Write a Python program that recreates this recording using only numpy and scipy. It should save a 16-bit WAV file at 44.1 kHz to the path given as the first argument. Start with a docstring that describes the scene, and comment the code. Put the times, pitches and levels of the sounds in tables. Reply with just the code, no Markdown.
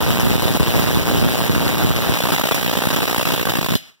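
"""High-voltage arcs, fed by mains power, jump from two electrodes onto a disc in a small masonry room.
At first both gaps spark a few times in every half cycle of the mains. Then the arc flashes right across,
in longer volleys once a cycle, changing polarity at random until the power is cut.
Each spark cracks, sizzles and thumps the air. The room echoes, and the stereo sound is widened."""
import sys
import numpy as np
from scipy import signal
from scipy.fft import rfft, irfft
from scipy.io import wavfile
from scipy.ndimage import uniform_filter1d, map_coordinates

SR = 44100
rng = np.random.default_rng(int(sys.argv[2]) if len(sys.argv) > 2 else 0)


def generate_wav(sig):
    """Save sig (samples, or channels by samples) to the path in sys.argv[1] as 16-bit PCM at SR."""
    pcm = np.round(np.clip(np.atleast_2d(sig).T, -1, 1) * 32767).astype(np.int16)
    wavfile.write(sys.argv[1], SR, pcm)


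N = 176400
MAINS_HZ, FIRST_SPARK_S, FLASHOVER_S = 60.035, .0046, 2.166


def sparks():
    """The air breaks down in step with the mains: every half cycle at first, later once a cycle."""
    # sparks in a short and a long volley: delay_ms, level_db, chance (0 to 1)
    short_volley = [(0.298, 0, 1), (0.902, -5, .7), (2.098, -1, .9), (4.4, -1.5, .45)]
    long_volley = [(.25, 1, 1), (1.3, -0.5, .95), (2.1, -1, 0.93), (3.3, -1, .9), (4.8, -0.5, .85),
                   (7.3, -2.5, .45)]
    # the arc falters: start_s, end_s, level_db
    lulls = [(.365, 0.376, -5.5), (.527, .537, -7), (.577, 0.595, -10), (.64, 0.659, -6.5),
             (.712, 0.745, -2), (.93, 0.937, -8), (1.0, 1.047, -4.5), (1.36, 1.369, -6.5),
             (1.474, 1.499, -3.5), (1.915, 1.966, -3)]
    # the arc flashes right across: start_s, end_s, level_db
    runs = [(2.170, 2.337, 0.5), (2.328, 2.411, 1), (2.437, 2.488, 1.5), (2.511, 2.511, 1.5),
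            (2.520, 2.520, 1.5), (2.545, 2.728, -1.5), (2.553, 2.586, -6), (2.736, 2.903, -0.5),
            (2.911, 2.978, -3.5), (2.936, 2.936, -1.5), (2.970, 3.069, -2.5), (3.028, 3.028, 0),
            (3.078, 3.228, 1), (3.253, 3.336, 1), (3.344, 3.428, -3), (3.453, 3.5855, -1),
            (3.494, 3.494, 2), (3.611, 3.661, -.5), (3.686, 3.752, 0)]
    half_cycle_s = .5 / MAINS_HZ
    early_s = np.arange(FIRST_SPARK_S, FLASHOVER_S, half_cycle_s)
    early_db = sum(db * ((early_s >= start) & (early_s <= end)) for start, end, db in lulls)
    nearest = lambda s: int(round((s - FIRST_SPARK_S) / half_cycle_s))
    late_s, late_db = np.array([(FIRST_SPARK_S + k * half_cycle_s, db) for start, end, db in runs
                                for k in range(nearest(start), nearest(end) + 1, 2)]).T
    return np.hstack([volleys(early_s, early_db, short_volley, thump_db=0),
                      volleys(late_s, late_db - .5, long_volley, thump_db=-3.5)])


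def volleys(starts, db, pattern, thump_db):
    """A few sparks follow each breakdown. Returns three rows: time_s, crack_db, thump_db."""
    delay_ms, spark_db, chance = np.array(pattern).T
    shape = (len(starts), len(delay_ms))
    fires = rng.random(shape) < chance
    jitter_ms = (.12 + .1 * delay_ms) * rng.standard_normal(shape)  # later sparks stray more
    times = starts[:, None] + (delay_ms + jitter_ms) / 1000
    strength_db = (db[:, None] + spark_db)[fires]
    return np.array([times[fires], strength_db, strength_db + thump_db])


def gap(times, crack_db, thump_db, side):
    """One gap's crooked sparks, each a little different. Returns crack plus sizzle, and thump."""
    # how the strength drifts: time_s, thump_db, crack_db
    drift = [(0.0, -34.5, -25), (0.1, -34, -24.5), (0.2, -31, -23.5), (0.55, -34.5, -24),
             (0.72, -33.5, -23.5), (0.79, -31.5, -22.5), (0.9, -30, -23), (1.06, -32.5, -23),
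             (1.26, -29.5, -24.5), (1.31, -36.5, -23.5), (1.54, -33.5, -24.5), (1.82, -33.5, -24.5),
             (2.12, -36.5, -25), (2.19, -39, -24), (2.31, -31, -22.5), (2.38, -37, -22.5),
             (2.65, -34, -23.5), (3.01, -31, -21.5), (3.12, -41, -24.5), (3.33, -31, -22),
             (3.53, -33.5, -23), (3.75, -32, -26)]
    # lone hard breakdowns, taking the two gaps by turns: time_s, crack_db, thump_db
    snaps = [(0.1054, -10.5, -13), (.189, -23, -21), (0.1982, -10.5, -25), (0.305, -13, -36),
             (0.3133, -15, -12), (0.3546, -19, -16.5), (0.4223, -15, -28), (0.4552, -20, -15.5),
             (0.481, -13.5, -40), (0.5059, -21, -20), (.55, -13.5, -15), (0.5711, -14.5, -39),
             (0.5991, -18.5, -13), (.606, -29, -9), (0.6298, -13, -14), (0.6806, -16, -18.5),
             (0.7656, -18, -21), (.796, -11, -15), (0.8225, -15.5, -21.5), (0.8642, -28, -27),
             (0.9053, -13, -29), (0.972, -28, -13), (1.097, -18, -33), (1.147, -20, -19),
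             (1.1715, -13, -12.5), (1.228, -26, -17), (1.246, -19, -12), (1.496, -22, -9.5),
             (1.504, -21, -14), (1.55, -14.5, -28), (1.6656, -24, -17), (1.6916, -13.5, -33),
             (1.8371, -14.5, -17), (1.8469, -20, -11), (1.8705, -16, -15.5), (1.9053, -20.5, -15),
             (1.9624, -15, -22), (1.9891, -22, -28), (2.095, -11, -9), (2.122, -16, -22),
             (2.1388, -11, -44), (2.238, -17, -23), (2.3207, -11, -20), (2.3966, -14, -31),
             (2.5209, -6.5, -18), (2.545, -7, -26), (2.696, -18, -29), (2.7754, -13, -27.5),
             (2.871, -16, -14), (2.9631, -15, -23.5), (3.1825, -16, -19.5), (3.2773, -15, -29),
             (3.5549, -16, -25), (3.72, -19.5, -21), (3.7533, -13, -23.5), (3.7602, -23, -31.5)]
    drift_s, bass_db, treble_db = np.array(drift).T
    snap_s, snap_db, pop_db = np.array(snaps[side::2]).T
    path, sharpness, heat, lag, push = rng.standard_normal((len(times), 5)).T
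    times = times + .00016 * path
    crack_db = crack_db + np.interp(times, drift_s, treble_db) + 2 * sharpness
    thump_db = thump_db + np.interp(times, drift_s, bass_db) + 4.5 * heat
    power = clicks(times, undb(crack_db) ** 2) + clicks(snap_s, undb(snap_db) ** 2)
    direction = np.sign(push + .45)  # more thumps push than pull
    pushes = clicks(times + .00057 * lag, direction * undb(thump_db)) + clicks(snap_s, undb(pop_db))
    return crack(power) + sizzle(power), thump(pushes)


def crack(power):
    """Each spark gives a very short, ragged crack."""
    # tone of a crack: pitch_hz, level_db
    tone = [(60, -21.5), (250, 0.5), (600, 2), (1200, -1.5), (2100, -4.5), (2900, -3.5), (3800, -4.5),
            (5200, -11.5), (6500, -15), (8000, -19.5), (11000, -14.5), (15000, -16.5)]
    return level(colour(bursts(power, fade_ms=.35), tone), -23.5)


def thump(pushes):
    """Air heated by a spark gives a low thump."""
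    # tone of a thump before and after the arc flashes across: pitch_hz, level_db
    short_tone = [(25, -38.5), (45, -12), (65, -2.5), (95, -4), (150, -1.5), (250, -5.5), (500, -14.5),
                  (1000, -24.5), (2500, -47), (8000, -69)]
    long_tone = [(25, -20), (45, -13), (65, -8), (95, -3.5), (150, -1), (250, -4), (500, -15.5),
                 (1000, -26.5), (2500, -32), (8000, -57)]
    across = np.arange(N) / SR > FLASHOVER_S
    return level(colour(pushes * ~across, short_tone) + colour(pushes * across, long_tone), -21)


def sizzle(power):
    """Each spark sizzles briefly over the disc."""
    # tone of the sizzle: pitch_hz, level_db
    tone = [(1000, -7), (3000, 4.5), (6000, -9), (8000, -5), (11000, 1.5), (15000, 6.5)]
    return level(colour(bursts(power, fade_ms=2.3), tone), -40)


def in_room(cracks, thumps):
    """The direct sound, quick echoes off the near wall, longer room echoes and background noise."""
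    # tone of the cracks' echoes, and extra shaping for the late ones: pitch_hz, level_db
    wall_tone = [(100, -10.5), (500, -18), (1200, -13.5), (2200, 3), (3100, -2.5), (5000, 1.5), (8000, 5),
                 (11000, 5), (15000, -0.5)]
    late_tone = [(150, 1), (400, -4.5), (600, 9), (800, -8), (1500, -1), (3000, 3.5), (7000, -3),
                 (15000, -7.5)]
    bright = colour(cracks, wall_tone)
    early = undb(-4.5) * wandering_echoes(bright, fade_s=.13, paths=5)
    late = echoes(undb(-15.5) * colour(bright, late_tone) + undb(-29.5) * thumps, fade_s=.74)
    return cracks + thumps + early + late + ring(cracks) + background()


def wandering_echoes(x, fade_s, paths):
    """Each volley takes one of a few paths over the disc, and each path has its own echoes."""
    volley = (np.maximum(np.arange(N) / SR - FIRST_SPARK_S, 0) * 2 * MAINS_HZ).astype(int)
    path = rng.integers(paths, size=volley[-1] + 1)[volley]
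    return sum(echoes(x * (path == k), fade_s) for k in range(paths))


def echoes(x, fade_s, wall_delay_s=.0011):
    """Dense echoes off the walls, dying away by 60 dB in fade_s."""
    t = np.arange(SR) / SR
    onset = np.clip(t / wall_delay_s - .5, 0, 1)
    response = rng.standard_normal(SR) * undb(-60 * t / fade_s) * onset
    return signal.fftconvolve(x, response / np.sqrt(np.sum(response ** 2)))[:N]


def ring(cracks):
    """The cracks keep a faint hollow ring going, which lingers when the arc stops."""
    # low ringing notes: pitch_hz, level_db, fade_s (time to fall 60 dB)
    notes = [(289, 2, 0.57), (526.6, 1.5, 0.55), (646, -7, 0.91), (744, -7, 0.94)]
    t = np.arange(SR) / SR
    response = sum(undb(db - 60 * t / fade_s) * np.sin(2 * np.pi * hz * t) for hz, db, fade_s in notes)
    return level(signal.fftconvolve(cracks, response)[:N], -48.5)


def background():
    """A faint, steady rush of noise."""
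    # tone of the noise: pitch_hz, level_db
    tone = [(30, -18), (130, -9), (600, -15), (3000, -7), (15000, -28)]
    return level(colour(rng.standard_normal(N), tone), -52)


def clicks(times, sizes):
    """One sharp pulse at each time."""
    return np.bincount(np.clip(times * SR, 0, N - 1).astype(int), sizes, N)


def bursts(power, fade_ms):
    """A dying burst of noise at each pulse."""
    fading_power = signal.lfilter([1], [1, -np.exp(-1000 / (fade_ms * SR))], power + 1e-18)
    return np.sqrt(fading_power) * rng.standard_normal(N)


def colour(x, tone, size=4096):
    """Filters a sound to follow a curve of (pitch_hz, level_db) points."""
    hz, db = np.array(tone).T
    grid_hz = np.maximum(np.fft.rfftfreq(size, 1 / SR), 1)
    gain = undb(np.interp(np.log(grid_hz), np.log(hz), db))
    cepstrum = irfft(np.log(gain))
    cepstrum[1:size // 2] *= 2  # folded so that the filter rings only after a pulse
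    cepstrum[size // 2 + 1:] = 0
    return signal.fftconvolve(x, irfft(np.exp(rfft(cepstrum))))[:N]


def undb(db):
    """Turns decibels into a multiplier."""
    return 10 ** (np.asarray(db) / 20)


def level(x, db):
    """Scales a sound to an average (RMS) level."""
    return x * undb(db) / np.sqrt(np.mean(x ** 2))


def limit(x, threshold_db=-20.5, ratio=1.6, response_ms=22):
    """Turns both sides down quickly when the cracks pile up."""
    pole = np.exp(-1000 / (response_ms * SR))
    cracks = signal.sosfilt(signal.butter(2, 300, "high", fs=SR, output="sos"), x)
    power = signal.lfilter([1 - pole], [1, -pole], np.mean(cracks ** 2, axis=0))
    heard_db = 10 * np.log10(power + 1e-12)
    return x * undb(np.minimum(threshold_db - heard_db, 0) * (1 - 1 / ratio))


def widen(x, delay_ms=.426):
    """Widens the stereo by subtracting a dulled, delayed copy of each side from the other."""
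    dulled = undb(-1.8) * signal.sosfilt(signal.butter(4, 12500, fs=SR, output="sos"), x)
    delayed = np.arange(N) - delay_ms * SR / 1000
    return x - np.array([map_coordinates(side, [delayed], order=3) for side in dulled[::-1]])


def gate(x, threshold_db=-45, depth_db=22, slope=5.5):
    """Turns quiet moments down further."""
    power = uniform_filter1d(np.mean(x ** 2, axis=0), size=900)
    heard_db = 10 * np.log10(np.abs(power) + 1e-12)
    return x * undb(np.clip(slope * (heard_db - threshold_db), -depth_db, 0))


def scene():
    """The two gaps spark together, one on the left and one on the right."""
    train = sparks()
    return np.array([in_room(*gap(*train, side)) for side in (0, 1)])


def record(dry, ceiling=.5, top_hz=15700):
    """Two microphones, then a limiter, soft overload, widening, a gate and a cut of the highest treble."""
    # tone of the right microphone: pitch_hz, level_db
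    right_mic = [(100, 4.5), (1500, 3.5), (3500, -1), (7000, 1), (10300, -3), (12500, 4), (15000, 8.5)]
    mics = limit(np.array([dry[0], colour(dry[1], right_mic)]))
    rounded = ceiling * np.tanh(mics / ceiling)
    return signal.sosfilt(signal.ellip(10, .2, 80, top_hz, fs=SR, output="sos"), gate(widen(rounded)))


dry = scene()
out = record(dry)
generate_wav(out)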